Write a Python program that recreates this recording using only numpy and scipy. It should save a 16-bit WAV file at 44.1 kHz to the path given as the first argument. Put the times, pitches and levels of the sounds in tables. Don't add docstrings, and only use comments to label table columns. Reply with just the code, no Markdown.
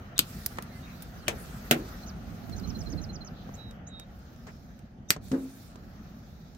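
import sys
import numpy as np
from scipy import signal
from scipy.fft import rfft, irfft
from scipy.io import wavfile
from scipy.ndimage import uniform_filter1d

SR = 44100
rng = np.random.default_rng(int(sys.argv[2]) if len(sys.argv) > 2 else 0)


def invert_db(x):
    u = np.asarray(x, float) / 20
    return 10 ** u


def int16_out(signal):
    q = np.round(np.clip(np.atleast_2d(signal).T, -1, 1) * 32767)
    wavfile.write(sys.argv[1], SR, q.astype(np.int16))


N = 289737
LEAD_S = 0.005

# start in seconds, peak in dB, crack t60 in seconds, rebound delay in seconds,
# reflections in dB.
SNIPS = [
    (0.18, -22, 0.0033, 0.0015, -19.5),
    (0.191, -7.5, 0.0093, 0.0054, -16.5),
    (1.2811, -15.5, 0.011, 0.00337, -11),
    (1.7112, -7, 0.012, 0.0031, -11.5),
    (5.1048, -9.5, 0.0096, 0.0049, -14.5),
    (0.4613, -20, .017, 0.0023, -21),
    (0.5851, -29, .014, .003, -16),
]
# frequency in Hz, density in dB per Hz.
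SNIP_COLOURS = [
    [(880, -46), (1500, -18.5), (3380, -7), (8520, -4), (13300, -23.5), (15000, -7.5), (17000, -38.5)],
    [(350, -39.5), (600, -22.5), (828, -20.5), (1410, -4.5), (1840, -17.5), (2470, 0.5), (4400, 4),
     (5470, -5), (8690, 0), (10400, -15), (11300, 0), (14400, -4.5), (17000, -27.5)],
    [(350, -18), (600, -0.5), (828, -1.5), (1040, -9), (2080, -2.5), (2330, 1), (3000, -3), (4960, -10.5),
     (6570, -6), (8690, -13), (15200, -18.5), (16300, -26), (17000, -57)],
    [(350, -20.5), (600, -2), (805, -3), (1050, -28), (1300, -5), (2700, -3), (3910, -9.5), (4500, -15),
     (7340, -12), (8100, -16), (14200, -12.5), (16100, -13.5), (17000, -63.5)],
    [(350, -53), (600, -12), (1100, -17), (1370, -6), (2080, -4), (3700, -8.5), (4500, -4), (7040, -8),
     (8210, -4), (9990, -18), (12500, -6), (15200, -12), (17000, -50)],
    [(530, -47), (900, -17), (1970, -11.5), (2640, -24), (4760, -7), (8890, -12.5), (11400, -5),
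     (14900, 0.5), (16800, -17)],
    [(250, -25), (450, -0.5), (1300, -0.5), (2000, -4), (4670, -22), (9080, -23.5), (15000, -30),
     (16800, -49)],
]
# frequency in Hz, left-right difference in dB.
SNIP_LEANS = [
    [(60, 0), (950, 4.5), (15000, 3)],
    [(60, -0.5), (180, 9), (550, 3.5), (1650, 2), (4970, 0), (15000, 5)],
    [(60, 0.5), (180, -1.0), (550, 7), (1650, 4.5), (4970, 1.5), (15000, 9.5)],
    [(60, 10), (180, 5), (550, 7), (1650, 3), (4970, -8), (15000, 0)],
    [(60, -2), (180, -2), (550, -1.5), (1650, 4.5), (4970, -4.5), (15000, 4)],
    [(60, 2.5), (380, -1.0), (2380, -1), (15000, -5)],
    [(60, 0.5), (380, -1.0), (2380, 0.5), (15000, 0.5)],
]
# frequency in Hz, t60 in seconds.
GAP_DECAY = [(400, .2), (1500, .13), (5000, 0.097), (15000, .08)]
# start in seconds, length in seconds, centre in Hz, width in Hz,
# level in dB.
CREAKS = [
    (.157, .033, 3700, 250, -47),
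    (1.265, .016, 2900, 400, -47),
    (5.084, .021, 6000, 500, -47),
    (5.085, .02, 7600, 250, -56),
    (5.088, .017, 11500, 700, -55),
    (5.075, .03, 3700, 120, -62),
]
# start in seconds, peak in dB, brightness in dB, crack t60 in seconds,
# left-right difference in dB.
TICKS = [(0.5725, -37, -2, 0.015, -5), (0.6233, -31.5, 15, 0.0076, -3.5), (1.022, -35.5, 19, 0.033, -1),
         (2.4947, -44, 4, 0.022, -4), (2.5974, -46.5, 11, 0.018, 0), (3.4904, -39, -24, 0.02, 1.5),
         (3.7094, -46, 4.5, 0.013, -0.5), (3.9964, -38.5, 4.5, 0.012, -1), (4.191, -56, 6, .012, -1),
         (4.302, -52, -10, .012, 0), (4.33, -54, -9, .012, 0), (4.361, -50, -4, .012, 0.5),
         (4.4678, -41.5, -10, 0.12, 2), (4.7905, -51.5, 8, 0.019, -8), (5.1627, -33.5, -14, 0.023, 0.5),
         (5.3159, -30.5, -5.5, 0.032, 1), (5.7564, -39.5, -10.5, 0.024, -6),
         (6.5475, -49.5, 0.5, 0.026, -5)]
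# frequency in Hz, density in dB per Hz.
TICK_COLOUR = [(300, 1), (600, -4), (2700, -3), (7000, -3), (13500, -7), (15300, 0), (16300, -42.5)]
# start in seconds, blow in dB, pitch factor, ring factor, blow length in seconds.
PIPE_KNOCKS = [
    (0.192, -31.5, 1.4, 0.18, 0.0022),
    (0.584, -42, 1.7, 0.18, 0.0025),
    (1.279, -36, 1.61, 1, 0.0075),
    (1.711, -24.5, 1.11, 1, 0.0022),
    (5.103, -31, 1.45, 0.2, 0.006),
    (5.164, -46.5, 1.94, 0.33, 0.0032),
]
# frequency in Hz, level in dB, t60 in seconds.
PIPE_MODES = [(135, -9.5, 0.29), (214.7, -1.5, 0.21), (289, -9, 0.24), (380, 1.5, 0.073),
              (580, -2.5, 0.065), (799, -13, 0.053), (947, -19.5, 0.36)]
# start in seconds, blow in dB, pitch factor, ring factor,
# blow length in seconds.
CABINET_KNOCKS = [
    (5.3145, -32.5, 1.0, 1.0, 0.0032),
    (5.3295, -29, 1.0, 0.98, 0.0023),
    (2.932, -36, 1.12, 0.49, .008),
]
# frequency in Hz, level in dB, t60 in seconds.
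CABINET_MODES = [(205, -14, .15), (258, -4, .4), (266, 0, .46), (340, -14, .15), (420, -14, .4),
                 (460, -8, .3), (538, -7, .25), (725, -11, .15), (870, -12, .1), (1389, -14, .12),
                 (1626, -12, .1), (1884, -16, .07)]
# frequency in Hz, density in dB per Hz.
BOOM = [(80, -32.5), (150, -5.5), (300, 2), (600, -15), (900, -20.5), (2000, -33), (4000, -45),
        (15500, -90)]
# start in seconds, length in seconds, centre in Hz, width in Hz, level in dB.
SCUFFS = [
    (4.455, .075, 1400, 1300, -57.5),
    (.82, .17, 2400, 450, -63),
    (3.31, .2, 3800, 900, -66.5),
    (5.322, .05, 1550, 360, -55),
    (1.365, .11, 10600, 3000, -60),
]
# start in seconds, length in seconds, stirred air in dB, rubbing in dB.
MOVES = [(-.3, .5, 9, -84), (.15, 0.47, 24, -62.5), (.5, 0.87, 16.5, -72.5), (1.206, 0.54, 20, -65),
         (1.536, .62, 21.5, -69), (1.999, 1.2, 16.5, -74), (3.045, 0.79, 8, -91.5), (3.946, .9, 8.5, -85),
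         (5.206, 0.17, 17.5, -66.5), (4.4, .55, 3, -92), (3.44, .2, 12, -82), (5.27, .5, 16.5, -67),
         (5.5, 1.3, 9, -85)]
# frequency in Hz, density in dB per Hz.
RUBBING = [(5500, -18.5), (7000, 1), (9000, -1.5), (11000, -5.5), (12500, -18.5), (15600, -20),
           (16000, -80)]
# frequency in Hz, density in dB per Hz.
HISS = [(1350, -42.5), (2300, -3.5), (2890, -14.5), (3620, -1.5), (5030, -2.5), (6300, -3), (7400, -14),
        (9620, -49), (16300, -120)]
# frequency in Hz, density in dB per Hz.
FIZZ = [(9500, -22), (11000, -9.5), (12100, -1), (13200, -3.5), (15300, -3), (15800, -7), (16000, -75)]
# start in seconds, chip level in dB, number of chips.
TRILLS = [
    (2.0293, -52.5, 1),
    (2.5277, -45, 7),
]
# time in seconds, frequency in Hz, level in dB.
CHIP = [(-.006, 4190, -11), (.002, 4180, -3), (.009, 4157, 0.9), (.016, 4090, -4.5), (.022, 4020, -15)]
# time in seconds, frequency in Hz, level in dB.
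FALL = [(.034, 5990, -9), (.044, 6450, -15), (.056, 6200, -11.5), (.064, 5500, -7), (.070, 4900, -10.5),
        (.078, 4200, -20)]
# time in seconds, frequency in Hz, level in dB.
RISE = [(0, 5790, -15.5), (.010, 6420, 4.5), (.020, 7300, -5), (.032, 7800, -19)]
# start in seconds, level in dB.
RISES = [
    (3.535, -54),
    (3.543, -61),
    (3.865, -53),
    (3.874, -60),
]
# time in seconds, frequency in Hz, level in dB.
WHISTLES = [
    [(3.565, 3940, -72), (3.593, 3890, -51.5), (3.70, 3820, -57.5), (3.73, 3760, -69.5)],
    [(3.855, 3920, -75), (3.94, 3775, -50.5), (4.03, 3770, -55.5), (4.05, 3760, -68.5)],
    [(0.71, 2150, -62), (0.74, 2060, -66), (0.764, 2040, -58), (0.8, 2050, -64)],
]
# time in seconds, frequency in Hz, level in dB.
FAR_SONG = [
    [(.66, 4800, -72), (.70, 3850, -64), (.75, 4550, -66), (.79, 4600, -72)],
    [(.825, 3750, -59), (.85, 3750, -56), (.87, 3700, -64)],
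    [(.89, 4400, -68), (.93, 3700, -64), (.98, 4500, -65), (1.0, 4500, -72)],
    [(1.17, 5800, -66), (1.21, 4600, -62), (1.25, 3900, -62)],
]
# time in seconds, closeness in dB.
TRAFFIC = [(0.0, 3), (0.4, 5), (1.1, 1), (1.45, 6), (1.8, 6.5), (2.2, 2), (3.2, 1.5), (3.75, 0),
           (4.3, -5.5), (5.1, -8), (5.35, -4), (5.6, -5), (6.05, -3), (6.57, -9)]
# frequency in Hz, density in dB per Hz.
RUMBLE = [(21, -33), (36, 1), (86, -5), (209, -3.5), (234, -3), (267, -14.5), (296, -30.5), (332, -16),
          (420, -26.5), (550, -31), (920, -120)]
# frequency in Hz, density in dB per Hz.
DRONE = [(160, -40.5), (280, -2), (333, -2.5), (421, -7), (461, -2.5), (723, 1), (880, -5.5), (1140, -39.5),
         (1940, -120)]
# frequency in Hz, density in dB per Hz.
WASH = [(540, -35.5), (920, -8), (1160, -2), (1320, 0), (1960, -6.5), (2150, -11), (3200, -12.5),
        (4160, -42), (7040, -120)]
# time of full strength in seconds, hold in seconds, level in dB.
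GUSTS = [
    (1.0, .5, -55),
    (2.554, 0.4, -37),
    (5.25, .03, -53),
]
# frequency in Hz, density in dB per Hz.
WIND = [(25, -31), (45, 2.5), (120, -5), (250, -7.5), (450, -22), (900, -62), (6000, -85), (16000, -120)]
# frequency in Hz, left-right likeness.
SAME = [(60, 1), (150, 0.99), (380, 0.99), (950, 0), (2380, 0.017), (5980, 0), (15000, 0.0059)]
# frequency in Hz, left-right difference in dB.
LEAN = [(60, 1.5), (110, -1), (200, 0.5), (380, -1.5), (700, -1.5), (1290, 3.0), (2380, 0), (4400, -3.5),
        (8120, 0), (15000, -7)]


def snip(colour, lean, db, t60, bounce_s, gap_db):
    colour_db = lambda hz: read(colour, hz)
    lean_db = lambda hz: read(lean, hz)
    return invert_db(db + 9.5) * crack(colour_db, lean_db, t60, bounce_s, gap_db, gap_db)


def crack(colour_db, lean_db, t60, bounce_s, bounce_db, gap_db):
    size = 8192
    t, hz = np.arange(size) / SR, np.fft.rfftfreq(size, 1 / SR)

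    def strike(u):
        attack = np.minimum(abs(u) / 0.00038, 1)
        return (u > 0) * invert_db(-60 * abs(u) / max(t60, 0.004)) * attack

    shape = strike(t - LEAD_S) + invert_db(bounce_db) * strike(t - LEAD_S - bounce_s)
    z = rfft(ear_noise(lambda f: 0 * f, size) * shape)
    z /= np.sqrt(uniform_filter1d(abs(z) ** 2, size=60, axis=1))
    ears = sides(lean_db(hz))
    onset = np.clip(1 + (t - LEAD_S) / 0.0007, 0, 1) ** 2
    direct = irfft(z * invert_db(colour_db(hz)) * ears, size) * onset

    reflected = irfft(rfft(ear_noise(colour_db, size)) * ears)
    bins, frame_s, z = signal.stft(reflected, SR, nperseg=128)
    decay = invert_db(-60 * frame_s / read(GAP_DECAY, bins)[:, None])
    tail = signal.istft(z * decay, SR, nperseg=128)[1][:, :size]
    build_up = np.clip((t - LEAD_S) / 0.0088, 0, 1)
    return direct / abs(direct).max() + invert_db(gap_db - 5.5) * tail * build_up


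def creak(*row):
    return friction(*row, lambda size: signal.windows.tukey(size, 0.3) * np.linspace(0.3, 1.5, size))


def friction(length_s, hz, width_hz, db, envelope):
    size = round(length_s * SR)

    def resonance_db(f):
        offset = (f - hz) / width_hz
        return -20 * np.log10(1 + offset ** 2 + offset ** 4)

    return invert_db(db) * ear_noise(resonance_db, size) * envelope(size)


def tick(db, bright_db, t60, pan_db):
    tilt = [(1100, 5 - bright_db), (2200, 0.013), (7500, 0.03), (11000, bright_db - 9.5)]  # (Hz, dB)
    colour_db = lambda hz: read(TICK_COLOUR, hz) + read(tilt, hz)
    lean_db = lambda hz: pan_db + 0 * hz
    return invert_db(db + 5) * crack(colour_db, lean_db, t60, bounce_s=0.0022, bounce_db=-30, gap_db=-14)


def knock(modes, db, pitch, ring, blow_s):
    t = np.arange(SR // 2) / SR
    body = 0
    for hz, level_db, t60 in modes:
        body = body + invert_db(level_db - 60 * t / (t60 * ring)) * np.sin(2 * np.pi * hz * pitch * t)
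    u = t[:2000] / blow_s
    blow = (1 + 0.9 * ear_noise(lambda hz: 0 * hz, 2000)) * u * np.exp(-4 * u)
    x = signal.fftconvolve(blow, body[None], axes=1)[:, :len(t)]
    x = signal.sosfilt(signal.butter(2, 140 * pitch, "high", fs=SR, output="sos"), x)
    boom = ear_noise(lambda hz: read(BOOM, hz / pitch), len(t))
    boom *= invert_db(-60 * t / (0.4 * ring)) * np.minimum(t / 0.015, 1)
    return invert_db(db + 8.5) * (x / abs(x).max() + invert_db(-10) * boom)


def scuff(*row):
    def envelope(size):
        uneven = abs(evened(uniform_filter1d(rng.standard_normal(size), size=150)))
        return 2 * np.hanning(size) * np.linspace(1.5, 0.4, size) * (0.8 + 0.4 * uneven)

    return friction(*row, envelope)


def moves(column, still_db, t):
    power = invert_db(2 * still_db) + 0 * t
    edge = 0.75
    for row in MOVES:
        u = (t - row[0]) / row[1]
        swell = np.sin(np.pi / 2 * np.clip(2 * np.minimum(u, 1 - u) / edge, 0, 1))
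        power = power + (invert_db(row[column]) * swell) ** 2
    return 10 * np.log10(power)


def rubbing(t):
    return bed(RUBBING, t, moves(column=3, still_db=-93.5, t=t), patchy_db=2.7, flicker_db=2.2)


def air(t):
    stir = moves(column=2, still_db=-6, t=t)
    hiss = bed(HISS, t, -76 + 0.74 * stir, patchy_db=1.6, flicker_db=1.0)
    return hiss + bed(FIZZ, t, -84 + stir, patchy_db=2.1, flicker_db=1.5)


def birds():
    song = np.zeros((1, N))
    for start, db, chips in TRILLS:
        for k in range(chips):
            s = start + k * (0.1107 + k * 0.00056)
            add(song, s + CHIP[0][0], invert_db(db - 2.5) * note(CHIP, 0.062)[None])
            add(song, s + FALL[0][0], invert_db(-41.5) * note(FALL, 0.39)[None])
    for s, db in RISES:
        add(song, s, invert_db(db) * note(RISE, 0.33)[None])
    for rows in WHISTLES:
        add(song, rows[0][0], note(rows, 0.069)[None])
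    for rows in FAR_SONG:
        add(song, rows[0][0], invert_db(-2) * note(rows, 0.25)[None])
    t = np.arange(6000) / SR
    echo = rng.standard_normal((2, 6000)) * invert_db(-60 * t / 0.15) * (t > 0.004)
    wet = signal.fftconvolve(song, echo / np.linalg.norm(echo[0]), axes=1)[:, :N]
    ears = np.vstack([np.roll(song, 3), song])
    return sides(-8) * ears + invert_db(-15) * wet


def note(rows, rough):
    s, hz, db = np.transpose(rows)
    t = np.arange(s[0], s[-1], 1 / SR)
    flutter = evened(signal.oaconvolve(rng.standard_normal((2, len(t))), np.hanning(90)[None], "same"))
    turns = np.cumsum(np.interp(t, s, hz) * (1 + 0.08 * rough * flutter[0])) / SR
    level = invert_db(np.interp(t, s, db)) * (1 + 1.4 * rough * flutter[1])
    level *= signal.windows.tukey(len(t), 0.15)
    return np.sqrt(2) * level * np.sin(2 * np.pi * turns)


def traffic(t):
    near = np.interp(t, *np.transpose(TRAFFIC))
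    passing = 4 * np.exp(-((t - 2.89) / 1.0) ** 2)
    rumble = bed(RUMBLE, t, -44 + 0.47 * near, patchy_db=1.1, flicker_db=1.8)
    wash = bed(WASH, t, -61 + near, patchy_db=1.5, flicker_db=0.98)
    drone = bed(DRONE, t, -59 + 0.54 * near + passing, patchy_db=0.63, flicker_db=0.97)
    return rumble + wash + drone


def wind(t):
    power = invert_db(2 * -59.5) + 0 * t
    for s, hold, db in GUSTS:
        rise = 48 * np.maximum(s - t, 0)
        fall = 32.5 * np.maximum(t - s - hold, 0)
        power = power + invert_db(2 * (db - rise - fall))
    return bed(WIND, t, 10 * np.log10(power), patchy_db=2.0, flicker_db=2.1) * np.array([[0.15], [1.7]])


def bed(spectrum, s, level_db, patchy_db, flicker_db):
    frames, hz = N // 256 + 5, np.fft.rfftfreq(1024, 1 / SR)
    a, b, c, d, patches = rng.standard_normal((frames, 513, 5)).T
    patches = evened(uniform_filter1d(uniform_filter1d(patches, 12, 0), 16, 1))
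    flicker = evened(uniform_filter1d(rng.standard_normal(frames), 4))
    same = np.clip(read(SAME, hz), -1, 1)[:, None]
    left = a + 1j * b
    z = np.array([left, same * left + np.sqrt(1 - same ** 2) * (c + 1j * d)])
    z *= invert_db(read(spectrum, hz)[:, None] + patchy_db * patches + flicker_db * flicker)
    z *= sides(read(LEAN, hz))[:, :, None]
    x = signal.istft(z, nperseg=1024, noverlap=768)[1][:, :N]
    level = invert_db(np.interp(np.arange(N) / SR, s, level_db))
    return level * x / np.sqrt(np.mean(x.mean(0) ** 2))


def ear_noise(colour_db, size):
    hz = np.fft.rfftfreq(size, 1 / SR)
    a, b = rfft(rng.standard_normal((2, size)))
    same = np.clip(read(SAME, hz), -1, 1)
    late = np.exp(-2j * np.pi * hz * 0.00024)
    pair = np.array([a * late, same * a + np.sqrt(1 - same ** 2) * b])
    return evened(irfft(pair * invert_db(colour_db(hz)), size))


def sides(pan_db):
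    return invert_db(np.array([[0.5], [-0.5]]) * pan_db)


def evened(x):
    return x / np.sqrt(np.mean(x ** 2) + 1e-20)


def read(points, hz):
    f, value = np.transpose(points)
    return np.interp(np.log(hz + 1), np.log(f + 1), value)


def add(mix, s, sound):
    part = mix[:, round(s * SR):][:, :sound.shape[1]]
    part += sound[:, :part.shape[1]]


def scene():
    t = np.arange(0, N / SR, 256 / SR)
    mix = traffic(t) + wind(t) + air(t) + rubbing(t) + birds()
    for (s, *row), colour, lean in zip(SNIPS, SNIP_COLOURS, SNIP_LEANS):
        add(mix, s - LEAD_S, snip(colour, lean, *row))
    for s, *row in TICKS:
        add(mix, s - LEAD_S + 0.0006, tick(*row))
    for s, *row in CREAKS:
        add(mix, s, creak(*row))
    for s, *row in SCUFFS:
        add(mix, s, scuff(*row))
    for s, *row in PIPE_KNOCKS:
        add(mix, s, knock(PIPE_MODES, *row))
    for s, *row in CABINET_KNOCKS:
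        add(mix, s, knock(CABINET_MODES, *row))
    return mix


def roll_off(x):
    return signal.sosfilt(signal.butter(12, 17150, fs=SR, output="sos"), x)


def record(dry):
    cut = signal.sosfilt(signal.butter(4, 42, "high", fs=SR, output="sos"), dry)
    cut = np.clip(cut, -0.9, 0.9)
    low_pass = signal.firwin(255, 16800, window=("kaiser", 9), fs=SR)
    limited = signal.oaconvolve(cut, low_pass[None], "same")
    return roll_off(limited)


dry = scene()
out = record(dry)
int16_out(out)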